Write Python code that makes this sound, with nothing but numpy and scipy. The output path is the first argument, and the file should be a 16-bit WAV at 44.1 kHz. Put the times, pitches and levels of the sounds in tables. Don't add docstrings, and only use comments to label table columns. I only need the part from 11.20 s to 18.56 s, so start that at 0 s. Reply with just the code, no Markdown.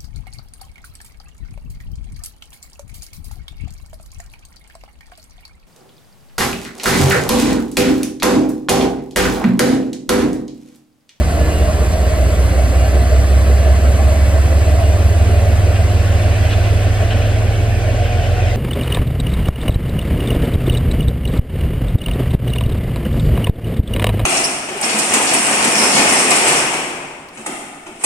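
import sys
import numpy as np
from scipy import signal
from scipy.io import wavfile
from scipy.ndimage import uniform_filter1d

SR = 44100
rng = np.random.default_rng(int(sys.argv[2]) if len(sys.argv) > 2 else 0)


def digitize_waveform(pressure):
    field = np.atleast_2d(pressure).T
    bounded = np.clip(field, -1, 1)
    quanta = np.round(bounded * 32767).astype(np.int16)
    wavfile.write(sys.argv[1], SR, quanta)


N = 324576
TIME = np.arange(N) / SR

# multiple of the engine's cycle rate, level in dB before the silencer.
EXHAUST_ORDERS = [(3, -36), (6, -10.5), (9, -27.5), (10, -30), (11, -21.5), (12, -9.3), (13, -25.5),
                  (14, -34.5), (15, -12.5), (16, -31.5), (17, -29), (18, -22.5), (19, -30.5), (20, -32),
                  (21, -26)]
# frequency in Hz, gain in dB.
SILENCER_GAIN = [(34, -22.5), (38, -15), (44, -11.5), (56, -16), (63, -4.5), (68, 0), (75, -4), (84, -11.5),
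                 (93, -2.3), (101, -2.3), (110, -7.5), (118, -12), (126, -22), (160, -22)]
# multiple of the cycle rate, casing resonance in Hz, its width in Hz,
# level in dB on resonance.
GEAR_WHINES = [(66.5, 482, 48, -35), (99.7, 722, 26, -30), (109.9, 675, 46, -31.5), (120, 622, 19, -29.5)]
# peak time in seconds, pitch in Hz, peak level in dB,
# half-length in seconds.
NOISE_SWELLS = [(.28, 300, -28, 0.19), (.493, 610, -22.5, 0.023), (1.928, 628, -19.5, 0.013),
                (2.476, 600, -22, 0.036), (2.882, 611, -22.5, .025), (3.62, 661, -23.5, 0.027),
                (7.004, 690.4, -24.5, .025)]
# start and end pitch in Hz, start and end level in dB.
DRIVE_TONES = [(161.2, 136, -30.5, -53), (180, 139, -38, -41.5), (203.3, 243, -34, -42),
               (147.2, 106, -42, -36), (174.9, 174.8, -40.5, -41), (292.8, 292, -36, -49)]

# frequency in Hz, relative density in dB.
ROAR_SPECTRUM = [(20, -18), (45, -3.5), (90, 4.5), (140, -2.5), (240, -5), (300, -4), (410, -4), (510, -5),
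                 (620, 3), (720, -4), (790, -6.5), (880, -25.5), (1300, -34), (4000, -75)]
FAN_SPECTRUM = [(600, -14.5), (900, -2.5), (1070, 1.5), (1250, -2), (1500, -1.5), (2100, -6.5),
                (3100, -12.5), (4200, -12.5), (6200, -13.5), (9500, -14), (12000, -21), (13000, -26.5),
                (15000, -26.5), (16000, -42)]
ROLLING_SPECTRUM = [(500, -2), (900, -5), (1200, -9), (1450, 2.5), (1900, 1.5), (2130, 0.5), (2400, 6),
                    (2850, 1.5), (3500, -5.5), (4400, -11.5), (5200, -10), (6500, -12.5), (9000, -30),
                    (15000, -43)]
SCRAPE_SPECTRUM = [(800, -20), (1400, -5), (2100, -9), (2500, 0), (2950, 1), (3400, 0), (3800, -5),
                   (4600, -13), (7000, -23), (15000, -38)]
# frequency in Hz, phase lead in radians.
ROAR_PHASE = [(60, 0.89), (350, 0), (520, .3), (650, 0.72), (800, 0.82), (900, 1.6)]
FAN_PHASE = [(900, -2), (1100, -.7), (1700, -1.8), (2200, 1.3), (2400, 4), (3300, 4.6), (4400, 5.9),
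             (5500, 3.7), (6600, 3.5), (7900, 6.2), (9800, 9.4), (11400, 12.6), (13000, 15.7),
             (14600, 18.8)]
WHEEL_PHASE = [(900, .7), (1400, 0), (1900, .3), (2200, 1.6), (2400, 4.7), (2850, 6.4), (3500, 6),
               (4700, 6.8), (5400, 8), (6600, 9.4), (7900, 12.5), (9800, 15.7)]

# time in seconds, level in dB.
WHEEL_APPROACH = [(0, -36), (2.4, -35.6), (3.3, -34.5), (4.3, -33.5), (5.2, -29.5), (6.1, -31),
                  (6.55, -32.5), (7.36, -29.5)]
# pitch in Hz, width in Hz, start and end level in dB,
# lead of the left microphone in radians.
DISC_MODES = [(1723, 10, -51, -51, -1), (2235, 14, -48, -46.5, 1.2), (2837, 16, -54, -53, -.4),
              (4105, 18, -58, -60, -.2)]
# peak time in seconds, disc mode counted from 0, peak level in dB,
# half-length in seconds.
WHEEL_SQUEALS = [(.24, 0, -35.5, .05), (.36, 2, -41, .11), (.92, 0, -41, .06), (.94, 1, -42, .045),
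                 (1.61, 2, -39.5, .07), (1.75, 0, -41, .16), (2.42, 0, -40, .17), (2.42, 2, -45.5, .12),
                 (3.67, 2, -41.5, .06), (4.39, 0, -41.5, .06)]
# peak time in seconds, gain in dB, half-length in seconds, brightness 0 to 1.
FLANGE_SCRAPES = [(4.565, -32.5, .016, .2), (5.255, -35, .03, .8), (5.325, -26, .02, 1),
                  (5.47, -34, .05, 1), (5.916, -26, .018, .4), (6.01, -32.5, .08, .4),
                  (6.35, -32.5, .02, .4), (6.87, -32.5, .05, .2), (7.05, -35, .025, .4),
                  (7.27, -36.5, .06, .2)]

CYCLE_START_HZ, CYCLE_RISE_HZ_PER_S = 4.886, .3316
BOOM_HZ, BOOM_WIDTH_HZ = 68, 7
ROAR_DB, ROAR_FADE_DB_PER_S = -21.5, 0.3
FAN_DB, FAN_HALF_S, FAN_BEND = -29.5, 6.87, 2.8
GRIND_TOP_HZ, MICROPHONE_TOP_HZ = 3400, 15400


def exhaust_throb(cycle_hz, angle):
    throb = 0
    for multiple, db in EXHAUST_ORDERS:
        order = round(multiple)
        wander = amp(-39) * drift(rate_hz=1.3)
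        size = (amp(db) + wander) * amp(at_hz(SILENCER_GAIN, order * cycle_hz))
        smear = .29 * (order - 13.2) ** 2
        boom_lag = np.arctan(2 * (order * cycle_hz - BOOM_HZ) / BOOM_WIDTH_HZ)
        throb += size * np.exp(1j * (order * angle + smear - boom_lag))
    return stereo(throb, lead=0.22) * amp([[-.8], [.8]])


def exhaust_roar(angle):
    gas = noise(ROAR_SPECTRUM, ROAR_PHASE, likeness=0.98, patchy_db=1.5, ripple_db=.5, frame=2048)
    return amp(ROAR_DB - ROAR_FADE_DB_PER_S * TIME) * gas * hard_cylinder(angle, at=.5, depth_db=2.2)


def hard_cylinder(angle, at, depth_db):
    return unit_rms(amp(depth_db * np.exp(3 * (np.cos(angle - at) - 1))))


def gear_whine(cycle_hz, angle):
    whine = 0
    for order, hz, width_hz, db in GEAR_WHINES:
        casing = 1 / (1 + 2j * (order * cycle_hz - hz) / width_hz)
        flutter = unit_rms(1 + .35 * drift(rate_hz=11.0))
        whine += amp(db) * casing * np.exp(1j * order * angle) * flutter
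    return stereo(whine, lead=0.84)


def electric_drive():
    hum = 0
    for start_hz, end_hz, start_db, end_db in DRIVE_TONES:
        turns = np.cumsum(np.linspace(start_hz, end_hz, N)) / SR
        waver = unit_rms(1 + .5 * drift(rate_hz=1.45))
        hum += amp(np.linspace(start_db, end_db, N)) * np.exp(2j * np.pi * turns) * waver
    return stereo(hum, lead=-0.4)


def cooling_fans(angle):
    level = amp(FAN_DB) / (1 + (TIME / FAN_HALF_S) ** FAN_BEND)
    hiss = noise(FAN_SPECTRUM, FAN_PHASE, likeness=0.93, patchy_db=1.5, ripple_db=2.5)
    return level * hiss * hard_cylinder(angle, at=-2.16, depth_db=0.5)


def rolling_wheels():
    rolling_db = np.interp(TIME, *np.transpose(WHEEL_APPROACH))
    rolling = noise(ROLLING_SPECTRUM, WHEEL_PHASE, likeness=0.54, patchy_db=2.0, ripple_db=1.5)
    wheels = amp(rolling_db) * rolling
    for hz, width_hz, start_db, end_db, lead in DISC_MODES:
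        ring = drift(rate_hz=width_hz) * np.exp(2j * np.pi * hz * TIME)
        contact = unit_rms(amp(1.4 * drift(rate_hz=2.5).real))
        wheels += amp(np.linspace(start_db, end_db, N)) * contact * stereo(ring, lead)
    return wheels


def flange_scrapes():
    slips = unit_rms(amp(2.5 * drift(rate_hz=80).real))
    rasp = slips * noise(SCRAPE_SPECTRUM, WHEEL_PHASE, likeness=.8, patchy_db=2.2, ripple_db=3)
    grind = signal.sosfiltfilt(signal.butter(8, GRIND_TOP_HZ, fs=SR, output="sos"), rasp)
    return sum(amp(db) * swell(peak_s, half_s) * (bright * rasp + (1 - bright) * grind)
               for peak_s, db, half_s, bright in FLANGE_SCRAPES)


def wheel_squeals():
    squeals = 0
    for peak_s, mode, db, half_s in WHEEL_SQUEALS:
        hz = DISC_MODES[round(mode)][0]
        phase = 2 * np.pi * hz * TIME + .5 * drift(rate_hz=15).real
        squeals += amp(db) * swell(peak_s, half_s) * np.exp(1j * phase)
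    return stereo(squeals, lead=-0.35)


def noise_swells(width_hz=49.1):
    swells = 0
    for peak_s, hz, db, half_s in NOISE_SWELLS:
        stray_hz = width_hz / 2 * drift(rate_hz=width_hz).real
        band = np.exp(2j * np.pi * (hz * TIME + np.cumsum(stray_hz) / SR))
        swells += amp(db) * swell(peak_s, half_s) * stereo(band, at_hz(ROAR_PHASE, hz))
    return swells


def noise(spectrum, lead, likeness, patchy_db, ripple_db, frame=1024):
    hz, _, (common, apart) = signal.stft(rng.standard_normal((2, N)), SR, nperseg=frame)
    side = np.array([1, -1])[:, None, None]
    bands = np.sqrt(1 + likeness) * common + side * np.sqrt(1 - likeness) * apart
    patch_shape = np.outer(np.hanning(10), np.hanning(6))
    patches = unit_rms(signal.fftconvolve(rng.standard_normal(common.shape), patch_shape, "same"))
    ripple = unit_rms(uniform_filter1d(rng.standard_normal(len(hz)), 2))
    colour_db = at_hz(spectrum, hz) + ripple_db * ripple
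    bands *= amp(colour_db[:, None] + patchy_db * patches)
    bands *= np.exp(.5j * side * at_hz(lead, hz)[:, None])
    return unit_rms(signal.istft(bands, SR, nperseg=frame)[1][:, :N])


def stereo(tone, lead):
    return np.sqrt(2) * (tone * np.exp(.5j * lead * np.array([[1], [-1]]))).real


def drift(rate_hz):
    steps, steps_per_s = 2048, 256
    hz = np.fft.fftfreq(steps, 1 / steps_per_s)
    white = rng.standard_normal(steps) + 1j * rng.standard_normal(steps)
    slow = np.fft.ifft(np.fft.fft(white) * np.exp(-(hz / rate_hz) ** 2))
    return unit_rms(np.interp(TIME * steps_per_s, np.arange(steps), slow))


def swell(peak_s, half_s):
    return np.exp(-((TIME - peak_s) / half_s) ** 2)


def at_hz(table, hz):
    table_hz, values = np.transpose(table)
    return np.interp(np.log(hz + 1), np.log(table_hz + 1), values)


def amp(db):
    return 10 ** (np.asarray(db) / 20)


def unit_rms(x):
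    return x / np.sqrt(np.mean(abs(x) ** 2) + 1e-20)


def scene():
    cycle_hz = CYCLE_START_HZ + CYCLE_RISE_HZ_PER_S * TIME
    angle = 2 * np.pi * np.cumsum(cycle_hz) / SR
    machinery = exhaust_throb(cycle_hz, angle) + gear_whine(cycle_hz, angle) + electric_drive()
    rush = exhaust_roar(angle) + noise_swells() + cooling_fans(angle)
    coaches = rolling_wheels() + wheel_squeals() + flange_scrapes()
    return machinery + rush + coaches


def record(dry):
    low_pass = signal.firwin(511, MICROPHONE_TOP_HZ, window=("kaiser", 9), fs=SR)
    return signal.oaconvolve(dry, low_pass[None], "same")


dry = scene()
out = record(dry)
digitize_waveform(out)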